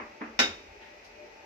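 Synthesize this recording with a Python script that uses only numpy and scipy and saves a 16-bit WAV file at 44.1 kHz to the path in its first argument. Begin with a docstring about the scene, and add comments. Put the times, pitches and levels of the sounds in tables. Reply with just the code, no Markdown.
"""A hard-walled porch: a woodcarver's mallet meets a chisel in a slab.
Two dull taps seat the chisel, then one sharp blow cracks; a low rumble swells after it.
Contacts are coloured noise shaped by the porch; slab, handle and steel are damped, wavering sinusoids.
Chips rustle faintly as short band-shaped hisses.
Behind them, diffuse noise makes the outdoor air and narrow noise bands make a distant, wavering drone."""
import sys
import numpy as np
from scipy import signal
from scipy.fft import rfft, irfft, next_fast_len
from scipy.io import wavfile
from scipy.ndimage import map_coordinates

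SR = 44100
rng = np.random.default_rng(int(sys.argv[2]) if len(sys.argv) > 2 else 0)


def persist_wave(psi):
    """Save psi, clipped to +-1, as 16-bit WAV."""
    counts = np.round(np.clip(psi, -1, 1) * 32767).astype(np.int16)
    wavfile.write(sys.argv[1], SR, np.atleast_2d(counts).T)


N = 63945  # length [samples]

# Side over mid of air and drone: (frequency [Hz], level [dB])
AIR_SIDE = [(60, -12), (120, -1), (240, -14), (480, -5.5), (950, 1), (1890, 0), (3770, 0), (7520, -0.5),
            (15000, 0)]
# How slowly each frequency builds up in the porch: (frequency [Hz], rise time [s])
BUILD = [(100, 0.0097), (250, 0.0099), (600, 0.0023), (1500, 0.00048), (3000, 0.00078), (6000, 0.0024),
         (12000, .001)]
RING_WAVER = 0.27  # depth of the waver in slab and handle, as a share of the steady tone


def amp(db):
    """Decibels to a linear gain."""
    return 10 ** (np.asarray(db) / 20)


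def unit(x):
    """Scale to rms 1 over all channels."""
    return x / np.sqrt(np.mean(x ** 2) + 1e-20)


def along(points, hz):
    """Read a curve of (frequency [Hz], value) points on a log frequency axis."""
    f, v = np.transpose(points)
    return np.interp(np.log(hz + 1), np.log(f + 1), v)


def since(s):
    """Seconds since time s, zero before it."""
    return np.maximum(np.arange(N) / SR - s, 0)


def fade(t, t60):
    """Exponential decay that falls 60 dB in t60 seconds."""
    return np.exp(-np.log(1000) * t / t60)


def rise(t, rise_s):
    """Soft exponential onset from 0 towards 1."""
    return 1 - np.exp(-t / rise_s)


def wobble(rate):
    """A smooth random curve through rate knots a second."""
    knots = rng.standard_normal(size=512)
    return map_coordinates(knots, [np.arange(N) * rate / SR + 2], mode="mirror")


def filtered(x, response):
    """Multiply the spectrum of x by a response of frequency, with padding for the tail."""
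    m = next_fast_len(N + SR // 2)
    return irfft(rfft(x, m) * response(np.fft.rfftfreq(m, 1 / SR)), m)[..., :N]


def panned(x, pan_db):
    """Make the left channel pan_db louder than the right."""
    return x * amp(np.array([[.5], [-.5]]) * pan_db)


def noise(spectrum, side):
    """Coloured stereo noise of rms 1, with a stereo width for each frequency."""
    def mid_side(hz):
        width = amp(along(side, hz))
        balance = np.array([np.ones_like(hz), width]) / np.hypot(1, width)
        return amp(along(spectrum, hz)) * balance
    mid, side_part = filtered(rng.standard_normal((2, N)), mid_side)
    return unit(np.array([mid + side_part, mid - side_part]))


def air():
    """Outdoor air: diffuse noise, with a share that comes through the opening on the right."""
    # Colour of the air, relative: (frequency [Hz], density [dB per Hz])
    air_colour = [(15, -50), (25, -34), (38, -30), (92, -33), (111, -15), (123, -22), (223, -14.5),
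                  (270, -15), (344, -20.5), (405, -8.5), (531, -13), (575, -5.5), (677, -13), (887, -9),
                  (988, -16.5), (1330, -17.5), (2220, -12.5), (2550, -12), (3250, -24.5), (5880, -24),
                  (9570, -53), (13600, -42), (16000, -62)]
    share_db, left_lag_s = -7.5, 0.000393  # share from the right, its lag at the left ear
    ear_lags_s = np.array([[1], [0]]) * left_lag_s
    source = noise(air_colour, AIR_SIDE)[0]
    from_right = filtered(source, lambda hz: np.exp(-2j * np.pi * hz * ear_lags_s))
    level_db = -53.5 + 0.13 * wobble(8.8)
    return (noise(air_colour, AIR_SIDE) + amp(share_db) * from_right) * amp(level_db)


def drone():
    """Narrow distant resonances on a broad base; low, middle and high parts swell separately."""
    # Resonances: (centre [Hz], modulation rate [knots/s], level before the swells [dB])
    resonances = [(352, 18, -69.5), (420, 30, -71), (597, 10, -65.5), (784, 14.17, -71.5),
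                  (884.5, 23, -66.5), (1958, 40, -70), (2462, 20, -68.5)]
    # Swells of the parts: (time [s], low [dB], middle [dB], high [dB])
    swells = [(0, -11, 5, -2), (.12, -1, 3, 7.5), (.35, 0, -2, -8.5), (.6, 2, -0.5, -11), (.7, -1, -1, 6),
              (.78, 2.5, 1, -3.5), (.88, -2, -3.5, 8), (.96, -2, 6.5, -4), (1.06, -8, -17, -13),
              (1.2, 3, 10, 2), (1.27, 7, 11, 1), (1.35, -1, -3, -3), (1.41, -2, 11, 0.5), (1.45, 4, 0, 8)]
    # Edges between low, middle, high and the unswelling top: frequency [Hz]
    part_edges = [500, 700, 1200]
    # Colour of the broad base, relative: (frequency [Hz], density [dB per Hz])
    base_colour = [(100, -69), (200, -25), (310, 7), (450, 8.5), (560, -17), (1200, -120)]
    base_db = -62.5  # before the low part's swell
    t = since(0)
    times, *columns = np.transpose(swells)
    parts_db = [np.interp(t, times, column) for column in columns] + [0]
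    out = noise(base_colour, AIR_SIDE) * amp(base_db + parts_db[0])

    def narrow_band(hz, rate):
        carrier = np.exp(2j * np.pi * hz * t)
        return unit(np.real((wobble(rate) + 1j * wobble(rate)) * carrier))

    for hz, rate, db in resonances:
        mid = narrow_band(hz, rate)
        side = narrow_band(hz, rate) * amp(along(AIR_SIDE, hz))
        part_db = parts_db[np.searchsorted(part_edges, hz)]
        out += amp(db + part_db) * np.array([mid + side, mid - side])
    return out


def rumble():
    """A low, nearly mono rumble of filtered noise that swells after the blow."""
    # Colour, relative: (frequency [Hz], density [dB per Hz])
    rumble_colour = [(15, -120), (25, -50), (36, -18), (48, 0.5), (62, -14), (80, -2.5), (100, -11),
                     (125, -23.5), (250, -55), (600, -120)]
    # Loudness over time: (time [s], level [dB])
    rumble_level = [(0, -70), (0.108, -61), (.17, -74), (.28, -67), (.395, -63), (.425, -52.5),
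                    (.47, -48.5), (.56, -59), (.62, -67), (.69, -56.5), (.8, -67), (.95, -68), (1.45, -70)]
    level_db = np.interp(since(0), *np.transpose(rumble_level))
    return amp(level_db) * noise(rumble_colour, [(50, -20)])  # side 20 dB under mid


def crack(s, spectrum, build_s, stretch=1):
    """A contact spread by the porch: dense reflections, strong walls, slow bass, short-lived treble."""
    # Side over mid of the contact: (frequency [Hz], level [dB])
    knock_side = [(60, -27), (110, -20), (200, -20), (380, -10.5), (700, -1), (1290, 2), (2380, -3),
                  (4400, 2.5), (8120, -1), (15000, 1.5)]
    # Left over right: (frequency [Hz], level [dB])
    knock_pan = [(200, 1.5), (600, 1), (1300, 0.5), (2500, -0.2), (5000, -0.5), (12000, 2)]
    # Early decay of the porch, before the stretch: (frequency [Hz], t60 [s])
    porch = [(100, 0.54), (250, 0.53), (700, 0.38), (2000, 0.32), (5000, 0.26), (12000, 0.22)]
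    # Wall echoes: (delay [s], width [s], level over the tail [dB])
    walls = [(.0022, 0.0012, -11), (0.0122, 0.0027, -2.5), (0.032, 0.0046, -11.5), (0.045, 0.0018, -25)]
    late_db, late_t60_s = -19.5, 0.64  # quieter, longer second decay
    dense = filtered(noise(spectrum, knock_side), lambda hz: panned(1, along(knock_pan, hz)))
    hz, frames, z = signal.stft(dense, SR, nperseg=256)
    age = np.maximum(frames - s, 0)
    early = fade(age, stretch * along(porch, hz)[:, None])
    decay = np.hypot(early, amp(late_db) * fade(age, late_t60_s))
    build = rise(age + frames[1] / 2, along(BUILD, hz)[:, None])
    tail = signal.istft(z * decay * build, SR, nperseg=256)[1][:, :N]
    t = since(s)
    # Each wall is a brief bump in the level of the tail
    echoes = sum(amp(db) * np.exp(-((t - delay) / width) ** 2) for delay, width, db in walls)
    return tail * rise(t, build_s) * (1 + echoes)


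def ring(s, hz, t60, rise_s, waver, lead=0):
    """One damped mode, made to waver at each ear by the reflections; lead is left-right phase."""
    t = since(s)
    drift = 1 + waver * np.array([wobble(53.34) + 1j * wobble(55.1) for ear in range(2)])
    phase = 2 * np.pi * (hz * t + rng.random()) + np.array([[.5], [-.5]]) * lead
    return np.real(drift * np.exp(1j * phase)) * rise(t, rise_s) * fade(t, t60)


def taps():
    """Soft contacts: a dull, treble-poor knock and the quickly speaking damped modes of the slab."""
    # Taps: (time [s], knock level [dB], gain on the slab modes [dB], knock rise time [s],
    # decay stretch [ratio])
    tap_events = [(-.011, -37, -10, .001, 1.1), (0.2063, -36, 1, 0.0068, 1.18)]
    # Colour of the knock, relative: (frequency [Hz], density [dB per Hz])
    tap_colour = [(40, -60), (100, -37), (165, -15), (230, -2), (450, -1), (650, -5.5), (950, 1), (1300, 2),
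                  (1550, -2.5), (2000, -1), (2650, -9), (3200, -23.5), (6000, -38), (9000, -77)]
    # Slab modes: (frequency [Hz], level before the tap's gain [dB], t60 [s])
    slab_modes = [(223.6, -41.5, 0.44), (248.2, -35.5, 0.18), (301.8, -39, 0.25), (421, -38, 0.12),
                  (911, -48, .24), (1268, -54, 0.24), (1870, -59, 0.14)]
    thump_delay_s, thump_rise_s = 0.00503, 0.0037
    out = np.zeros((2, N))
    for s, db, thump_db, build_s, stretch in tap_events:
        thump = sum(amp(level) * ring(s + thump_delay_s, hz, t60, thump_rise_s, RING_WAVER)
                    for hz, level, t60 in slab_modes)
        knock = crack(s, tap_colour, build_s, stretch)
        out += amp(db) * knock + amp(thump_db) * thump
    return out


def blows():
    """The full stroke: a bright crack, damped slab and handle modes, and a beating pair in the steel."""
    # Sharp blows: (time [s], crack level [dB])
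    blow_events = [(.3900, -18.5)]
    # Colour of the crack, relative: (frequency [Hz], density [dB per Hz])
    crack_colour = [(40, -66), (110, -33), (160, -21.5), (240, -8), (450, -8), (650, -9), (820, -6),
                    (1100, -9.5), (1400, -3), (1850, -6), (2200, -4), (2800, -4), (3350, -9), (3750, -1),
                    (4200, -11.5), (5000, -4.5), (5750, -6.5), (7100, -15.5), (8400, -33.5), (11000, -34.5),
                    (13800, -32), (15000, -35), (16500, -60)]
    # Slab and handle: (frequency [Hz], level [dB], t60 [s], left-right phase [rad])
    wood_modes = [(243.7, -28.5, 0.24, 0), (321.5, -32.5, 0.28, 0.55), (401, -32.5, 0.22, 1.2),
                  (544, -33, 0.27, -1.1), (797, -27.5, 0.13, -0.8), (1380, -22.5, 0.18, -1.5),
                  (1518, -21.5, 0.21, -2), (1760, -34, .22, 0.1), (2190, -24.5, 0.27, -2.34),
                  (2490, -31, 0.36, -3.6), (2584, -38, 0.23, -3.7), (2716, -31, 0.18, 1.7),
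                  (4714, -33, 0.11, -6.5), (4965, -30.5, 0.21, -1.5), (5340, -32.5, 0.28, 1.5),
                  (5362, -32, 0.14, 0.5), (5718, -20.5, 0.066, -0.5)]
    # Chisel steel: (frequency [Hz], level before the swell [dB], t60 [s], left-right phase [rad])
    steel_modes = [(3682, -27.5, 0.41, 1.75), (3740, -28, 0.29, 1.5)]
    crack_rise_s, ring_rise_s, steel_waver = 0.001, 0.0016, .28
    swell_db, swell_delay_s, swell_width_s = 11, 0.058, .0135  # the steel's note swells once
    out = np.zeros((2, N))
    for s, db in blow_events:
        wood = sum(amp(level) * ring(s, hz, t60, ring_rise_s + along(BUILD, hz), RING_WAVER, lead)
                   for hz, level, t60, lead in wood_modes)
        steel = sum(amp(level) * ring(s, hz, t60, ring_rise_s, steel_waver, lead)
                    for hz, level, t60, lead in steel_modes)
        # Fourth power: a flat-topped bump
        swell = np.exp(-((since(s) - swell_delay_s) / swell_width_s) ** 4)
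        out += amp(db) * crack(s, crack_colour, crack_rise_s) + wood + steel * amp(swell_db * swell)
    return out


def rustles():
    """Faint, short rustles of wood chips: noise peaking at a centre frequency, rising and decaying."""
    # Rustles: (time [s], level before rise and decay [dB], rise time [s], t60 [s], centre [Hz])
    rustle_events = [(.8, -39, 0.071, 0.36, 2040), (1.042, -55.5, 0.003, 0.26, 4760)]
    # Extra treble shaping: (frequency [Hz], gain [dB])
    rustle_top = [(6000, -0.5), (8000, -12), (13500, -1.5), (16000, -12)]
    slope_db = 15.5  # fall per octave either side of the centre, before the treble shaping
    out = np.zeros((2, N))
    for s, db, rise_s, t60, centre in rustle_events:
        def colour(hz):
            octaves = np.abs(np.log2((hz + 1) / centre))
            return amp(-slope_db * octaves + along(rustle_top, hz))
        hiss = unit(filtered(rng.standard_normal((2, N)), colour))
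        out += amp(db) * hiss * rise(since(s), rise_s) * fade(since(s), t60)
    return out


def scene():
    """Air and drone, tilted slightly to the left, under the rumble and the carving."""
    background = panned(air() + drone(), 1.54)
    return background + rumble() + taps() + blows() + rustles()


def record(dry):
    """A very steep low-pass: almost nothing remains above the band limit."""
    top_hz = 15600
    return filtered(dry, lambda hz: 1 / np.sqrt(1 + (hz / top_hz) ** 80))


dry = scene()
out = record(dry)
persist_wave(out)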